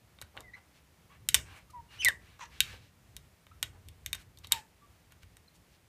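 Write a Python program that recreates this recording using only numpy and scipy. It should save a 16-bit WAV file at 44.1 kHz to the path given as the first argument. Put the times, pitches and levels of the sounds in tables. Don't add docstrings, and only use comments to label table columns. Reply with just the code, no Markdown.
import sys
import numpy as np
from scipy import signal
from scipy.fft import rfft, irfft
from scipy.io import wavfile

SR = 44100
rng = np.random.default_rng(int(sys.argv[2]) if len(sys.argv) > 2 else 0)


def store_pcm(level_fs):
    pcm = np.round(np.clip(level_fs, -1, 1) * 32767).astype(np.int16)
    wavfile.write(sys.argv[1], SR, np.atleast_2d(pcm).T)


N = 259308

# time_s, level_db
RUMBLE_LEVEL = [(0, -69), (.43, -59.5), (.6, -69.5), (1.02, -67.5), (1.38, -51), (1.652, -63), (2.1, -57),
                (2.4, -63.5), (2.76, -53.5), (2.96, -66.5), (3.17, -55), (3.4, -70.5), (3.62, -57.5),
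                (4.1, -59.5), (4.65, -60.5), (4.9, -68.5), (5.22, -62), (5.88, -68.5)]
# freq_hz, density_db
LOW_SPECTRUM = [(20, -27), (35, -16), (55, -2.5), (72, 1), (100, -1), (150, -11), (220, -19), (400, -24.5),
                (1000, -51.5), (3000, -94)]
# freq_hz, density_db
HISS_SPECTRUM = [(88, -31), (150, -7.5), (264, -17.5), (297, -17), (328, -18.5), (716, -20.5),
                 (1290, -23.5), (1450, -24), (2270, -24), (2700, -26), (4080, -29), (14500, -34.5),
                 (16000, -37)]
# freq_hz, t60_s
ROOM_DECAY = [(200, .8), (1000, 0.27), (2000, 0.222), (3600, 0.1267), (8000, 0.2568), (15000, .14)]
# freq_hz, gain_db
ROOM_GAIN = [(200, 1), (1000, -3.5), (2200, -1), (3600, 0), (4600, -2.5), (6000, -5.5), (9000, -13.5),
             (15000, -5.5)]
# start_s, length_s, level_db, pitch_hz, glide_oct, overtone_db
FAR_CALLS = [(0.431, .09, -57.5, 1960, -0.22, -42), (.534, 0.027, -46.5, 2013, 0.12, -18.5),
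             (1.097, 0.065, -63, 1120, 0.094, -11), (1.694, .023, -63, 1205, -0.1, -19),
             (1.732, 0.087, -50, 951, -0.16, -25), (1.886, 0.053, -61.5, 2840, -.02, -28),
             (2.404, .04, -47.5, 999, -0.39, -9.5), (3.513, 0.015, -56.5, 1310, 0.24, -14),
             (4.514, 0.1, -48.5, 886, -0.17, -4), (4.812, 0.063, -63, 1143, -0.063, -23),
             (5.478, .012, -61, 4090, -0.16, -33.5)]
# time_s, level_db
SQUAWK_LEVEL = [(2.39, -64), (2.408, -50), (2.428, -48.5), (2.472, -64)]
# freq_hz, density_db
SQUAWK_SPECTRUM = [(400, -20.5), (750, -15.5), (1050, -1), (1450, -8.5), (1800, -2.5), (2200, -10),
                   (2650, -2.5), (3200, -12.5), (4100, -8), (4900, -19.5), (5900, -7), (7500, -16.5),
                   (10000, -32.5), (16000, -41)]
# start_s, length_s, level_db, centre_hz
SWELLS = [(0.337, 0.096, -54.5, 605), (0.551, 0.047, -59.5, 1130), (.73, 0.074, -66.5, 2360),
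          (1.079, .11, -64, 1490), (1.432, 0.2, -56, 1426), (1.539, .068, -65.5, 6000),
          (1.699, 0.016, -61, 6000), (1.892, 0.12, -56, 1850), (2.185, 0.21, -64.5, 1940),
          (2.488, 0.14, -59, 2040), (2.595, 0.2, -52, 2200), (2.73, 0.021, -56, 520),
          (2.739, 0.18, -66.5, 2570), (3.721, 0.078, -65.5, 800), (4.167, .07, -61.5, 2000),
          (4.176, 0.066, -64.5, 5500), (4.432, 0.03, -55, 2500), (4.508, 0.045, -42.5, 1750),
          (4.525, 0.093, -55.5, 3200), (5.102, 0.035, -66, 1800), (5.217, .026, -63, 2610),
          (5.54, 0.035, -66, 4500), (5.7, 0.08, -69.5, 3000)]
# time_s, pitch_hz
SQUEAK_PITCH = [(1.985, 2874), (2.011, 3110), (2.025, 2838), (2.031, 2472), (2.038, 2830), (2.052, 2263),
                (2.064, 2027), (2.085, 1848), (2.107, 1540)]
# harmonic, gain_db
SQUEAK_HARMONICS = [(1, 1), (2, -14.5), (3, -27.5), (4, -37)]
# pitch_hz, level_db
VOICE_REGISTERS = [(2040, -21.5), (2420, -36)]
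# freq_hz, gain_db, t60_s
PERCH_MODES = [(330, -9.5, 0.012), (617, -3, .012), (870, -3, 0.013), (1130, 1, .014), (1503, -17, .018),
               (1900, -12.5, 0.014), (2240, -8, 0.0089), (2830, -3, 0.0072), (3124, -4.5, .009),
               (3691, -4.5, 0.016), (4405, -10.5, 0.0084), (5380, -11, 0.0031), (6700, -10, 0.0038),
               (7684, -3.5, .002), (8800, -1, 0.0017), (9840, -10.5, .003), (11400, -4.5, 0.0017),
               (12550, -6.5, 0.0018), (14400, -16, 0.0037)]
# start_s, ring_db, snap_re_ring_db, knock_re_ring_db, ring_tilt_db_per_oct
BEAK_BITES = [(0.187, -54.5, -17, -10, -3), (.215, -44.5, -2, -6, 11), (0.2223, -47.5, -3, -15, -14),
              (0.3679, -52.5, -11, 5, -5), (.3744, -41, -31, -14, -10), (0.4058, -56, 5, -14, 22),
              (1.2882, -27, 3, -37, 0.5), (1.3443, -18, 2.5, -20, 1), (1.3489, -25, 3.5, -15, -2.5),
              (2.048, -32.5, 11, -15, 0), (2.0555, -31.5, -3, -15.5, -0.5), (2.0849, -30, 1, -8, 5),
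              (2.3937, -57, -8, 4, -14), (2.6046, -18.5, -3, -31, 3.5), (3.1658, -46.5, 3, -19, 3),
              (3.4673, -57.5, -9, -2.5, -8.5), (3.628, -28.5, -0.5, -16.5, -3.5),
              (3.8862, -52.5, 0.5, -20, 4.5), (4.0617, -36.5, 0.5, -23.5, -2),
              (4.1302, -31, -2.5, -19, -1.5), (4.1473, -43.5, -4, -14.5, -10),
              (4.1518, -47.5, 3, -11.5, 4.5), (4.3736, -56.5, -5, -25, 24), (4.3868, -63.5, 7.5, -17, 19),
              (4.4456, -46, -14.5, -9, 5), (4.471, -52.5, 0.5, -14, 18), (4.5213, -20, 0.5, -28, 9.5),
              (5.1216, -58.5, -1.5, -8, -10), (5.2322, -57, -8, -14, -11.5),
              (5.3687, -58.5, 1.5, -12, -9.5)]


def amp(db):
    return 10 ** (np.asarray(db) / 20)


def unit_rms(x):
    return x / np.sqrt(np.mean(x ** 2) + 1e-20)


def at_hz(table, hz):
    freq_hz, value = np.transpose(table)
    return np.interp(np.log(hz + 1), np.log(freq_hz + 1), value)


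def add(mix, start_s, sound):
    part = mix[max(round(start_s * SR), 0):][:len(sound)]
    part += sound[:len(part)]


def noise(spectrum, size):
    hz = np.fft.rfftfreq(size, 1 / SR)
    return unit_rms(irfft(rfft(rng.standard_normal(size)) * amp(at_hz(spectrum, hz)), size))


def wobble(rate_hz, size):
    hz = np.fft.rfftfreq(size, 1 / SR)
    return unit_rms(irfft(rfft(rng.standard_normal(size)) / (1 + (hz / rate_hz) ** 4), size))


def background(lump_db=2.5, lump_hz=13, hiss_db=-66.4):
    contour_db = np.interp(np.arange(N) / SR, *np.transpose(RUMBLE_LEVEL))
    rumble = amp(contour_db + lump_db * wobble(lump_hz, N)) * noise(LOW_SPECTRUM, N)
    hiss = amp(hiss_db + .5 * wobble(4, N)) * noise(HISS_SPECTRUM, N)
    return rumble + hiss


def aviary(sound, near_db, room_db, near_t60_s=.033, near_rise_s=.00023, room_rise_s=.0017):
    hz, frame_s, frames = signal.stft(rng.standard_normal(SR // 3), SR, nperseg=256)
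    frames *= np.exp(-np.log(1000) * frame_s / at_hz(ROOM_DECAY, hz)[:, None])
    flat = signal.istft(frames, SR, nperseg=256)[1]
    coloured = signal.istft(frames * amp(at_hz(ROOM_GAIN, hz))[:, None], SR, nperseg=256)[1]
    t = np.arange(len(flat)) / SR
    tail = coloured / np.linalg.norm(flat) * (1 - np.exp(-t / room_rise_s))
    scatter = rng.standard_normal(len(t)) * np.exp(-np.log(1000) * t / near_t60_s)
    scatter *= 1 - np.exp(-t / near_rise_s)
    response = amp(near_db) * scatter / np.linalg.norm(scatter) + amp(room_db) * tail
    response[0] = 1
    return signal.fftconvolve(sound, response)[:N]


def syrinx(pitch_hz, roughness, partials, jitter=.16, rasp=.4):
    size = len(pitch_hz)
    phase = 2 * np.pi * np.cumsum(pitch_hz * (1 + jitter * roughness * wobble(500, size))) / SR
    tone = unit_rms(sum(amp(db) * np.sin(harmonic * phase) for harmonic, db in partials))
    # pitch_ratio, density_db
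    puff_shape = np.array([(.3, -25), (.7, 0), (1.3, -2), (2.2, -10), (5, -22), (12, -45)])
    puffs = noise(puff_shape * [pitch_hz.mean(), 1], size) * (1 + .5 * np.cos(phase))
    return tone * (1 + roughness * wobble(510, size)) + rasp * roughness * puffs


def far_calls(arch_oct=.029, skew=.65):
    out = np.zeros(N)
    for start_s, length_s, level_db, pitch_hz, glide_oct, overtone_db in FAR_CALLS:
        progress = np.linspace(0, 1, int(length_s * SR))
        bend_oct = glide_oct * (progress - .5) + arch_oct * (np.sin(np.pi * progress) - .5)
        roughness = .37 * amp(.5 * overtone_db)
        partials = [(1, 0), (2, overtone_db), (3, 1.6 * overtone_db)]
        tone = syrinx(pitch_hz * 2 ** bend_oct, roughness, partials)
        add(out, start_s, amp(level_db) * np.sin(np.pi * progress ** skew) * tone)
    return out


def far_squawk(flutter_hz=200):
    level_db = np.interp(np.arange(N) / SR, *np.transpose(SQUAWK_LEVEL), left=-120, right=-120)
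    return amp(level_db) * noise(SQUAWK_SPECTRUM, N) * (1 + .35 * wobble(flutter_hz, N))


def soft_swells(spread_oct=.96, grain_db=.5, grain_hz=250):
    out = np.zeros(N)
    hz = np.geomspace(50, 20000, 40)
    for start_s, length_s, level_db, centre_hz in SWELLS:
        size = int(length_s * SR)
        hump_db = -12 * np.log10(1 + (np.log2(hz / centre_hz) / spread_oct) ** 4)
        grainy = unit_rms(noise(np.c_[hz, hump_db], size) * amp(grain_db * wobble(grain_hz, size)))
        add(out, start_s, amp(level_db) * grainy * np.sin(np.linspace(0, np.pi, size)))
    return out


def squeak(ramp_s=.022, fade_db=-20.5, break_s=2.033, break_half_width_s=.013, bright_db_per_oct=14):
    time_s, pitch_hz = np.transpose(SQUEAK_PITCH)
    t = np.arange(time_s[0], time_s[-1], 1 / SR)
    hz = np.interp(t, time_s, pitch_hz)
    opening = np.minimum(np.minimum(t - time_s[0], time_s[-1] - t) / ramp_s, 1)
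    level_db = at_hz(VOICE_REGISTERS, hz) + fade_db * (1 - opening)
    roughness = .11 + .3 * np.exp(-((t - break_s) / break_half_width_s) ** 4)
    bright_db = bright_db_per_oct * np.log2(hz / 2300)
    partials = [(harmonic, db + bright_db * (harmonic > 1)) for harmonic, db in SQUEAK_HARMONICS]
    out = np.zeros(N)
    add(out, time_s[0], amp(level_db) * syrinx(hz, roughness, partials))
    return out


def perch_thuds(base_db=-42, db_per_ring_db=.42, peak_s=.014):
    out = np.zeros(N)
    t = np.arange(SR // 3) / SR
    swell = t / peak_s * np.exp(1 - t / peak_s)
    for start_s, ring_db, *_ in BEAK_BITES:
        add(out, start_s, amp(base_db + db_per_ring_db * ring_db) * swell * noise(LOW_SPECTRUM, len(t)))
    return out


def bite(ring_db, snap_re_ring_db, knock_re_ring_db, ring_tilt_db_per_oct,
         knock_top_hz=1400, ring_top_hz=4600, contact_s=.00009, onset_s=.004):
    t = np.arange(2000) / SR
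    hz, gain_db, t60_s = np.transpose(PERCH_MODES)
    band = np.digitize(hz, [knock_top_hz, ring_top_hz])
    detune, spot_db = rng.standard_normal((2, len(hz)))
    tilt_db = ring_tilt_db_per_oct * np.log2(hz) * (band == 1)
    weights = amp(gain_db + spot_db + tilt_db) * (-1) ** np.arange(len(hz))
    modes = weights[:, None] * np.sin(2 * np.pi * np.outer(hz * (1 + .022 * detune), t))
    modes *= np.exp(-np.log(1000) * t / t60_s[:, None]) * (1 - np.exp(-t / contact_s))
    out = np.zeros(len(t))
    for k, level_db in enumerate([ring_db + knock_re_ring_db, ring_db, ring_db + snap_re_ring_db]):
        part = modes[band == k].sum(0)
        onset_rms = np.sqrt(np.mean(part[t < onset_s] ** 2))
        out += amp(level_db) * part / onset_rms
    return out


def gnawing():
    out = np.zeros(N)
    for start_s, *blow in BEAK_BITES:
        add(out, start_s, aviary(bite(*blow), near_db=-7, room_db=-7.5))
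    return out


def scene():
    voice = aviary(squeak(), near_db=-21, room_db=-13.5)
    swells = aviary(soft_swells(), near_db=-12.5, room_db=-5.5)
    far_birds = aviary(far_calls() + far_squawk(), near_db=-9, room_db=-5.5)
    return (gnawing() + perch_thuds() + voice + swells + far_birds + background())[None]


def record(dry, ceiling=.8, cutoff_hz=15400):
    rounded = dry / (1 + (dry / ceiling) ** 4) ** (1 / 4)
    lowpass = signal.firwin(255, cutoff_hz, window=("kaiser", 7), fs=SR)
    return signal.oaconvolve(rounded, lowpass[None], "same")


dry = scene()
out = record(dry)
store_pcm(out)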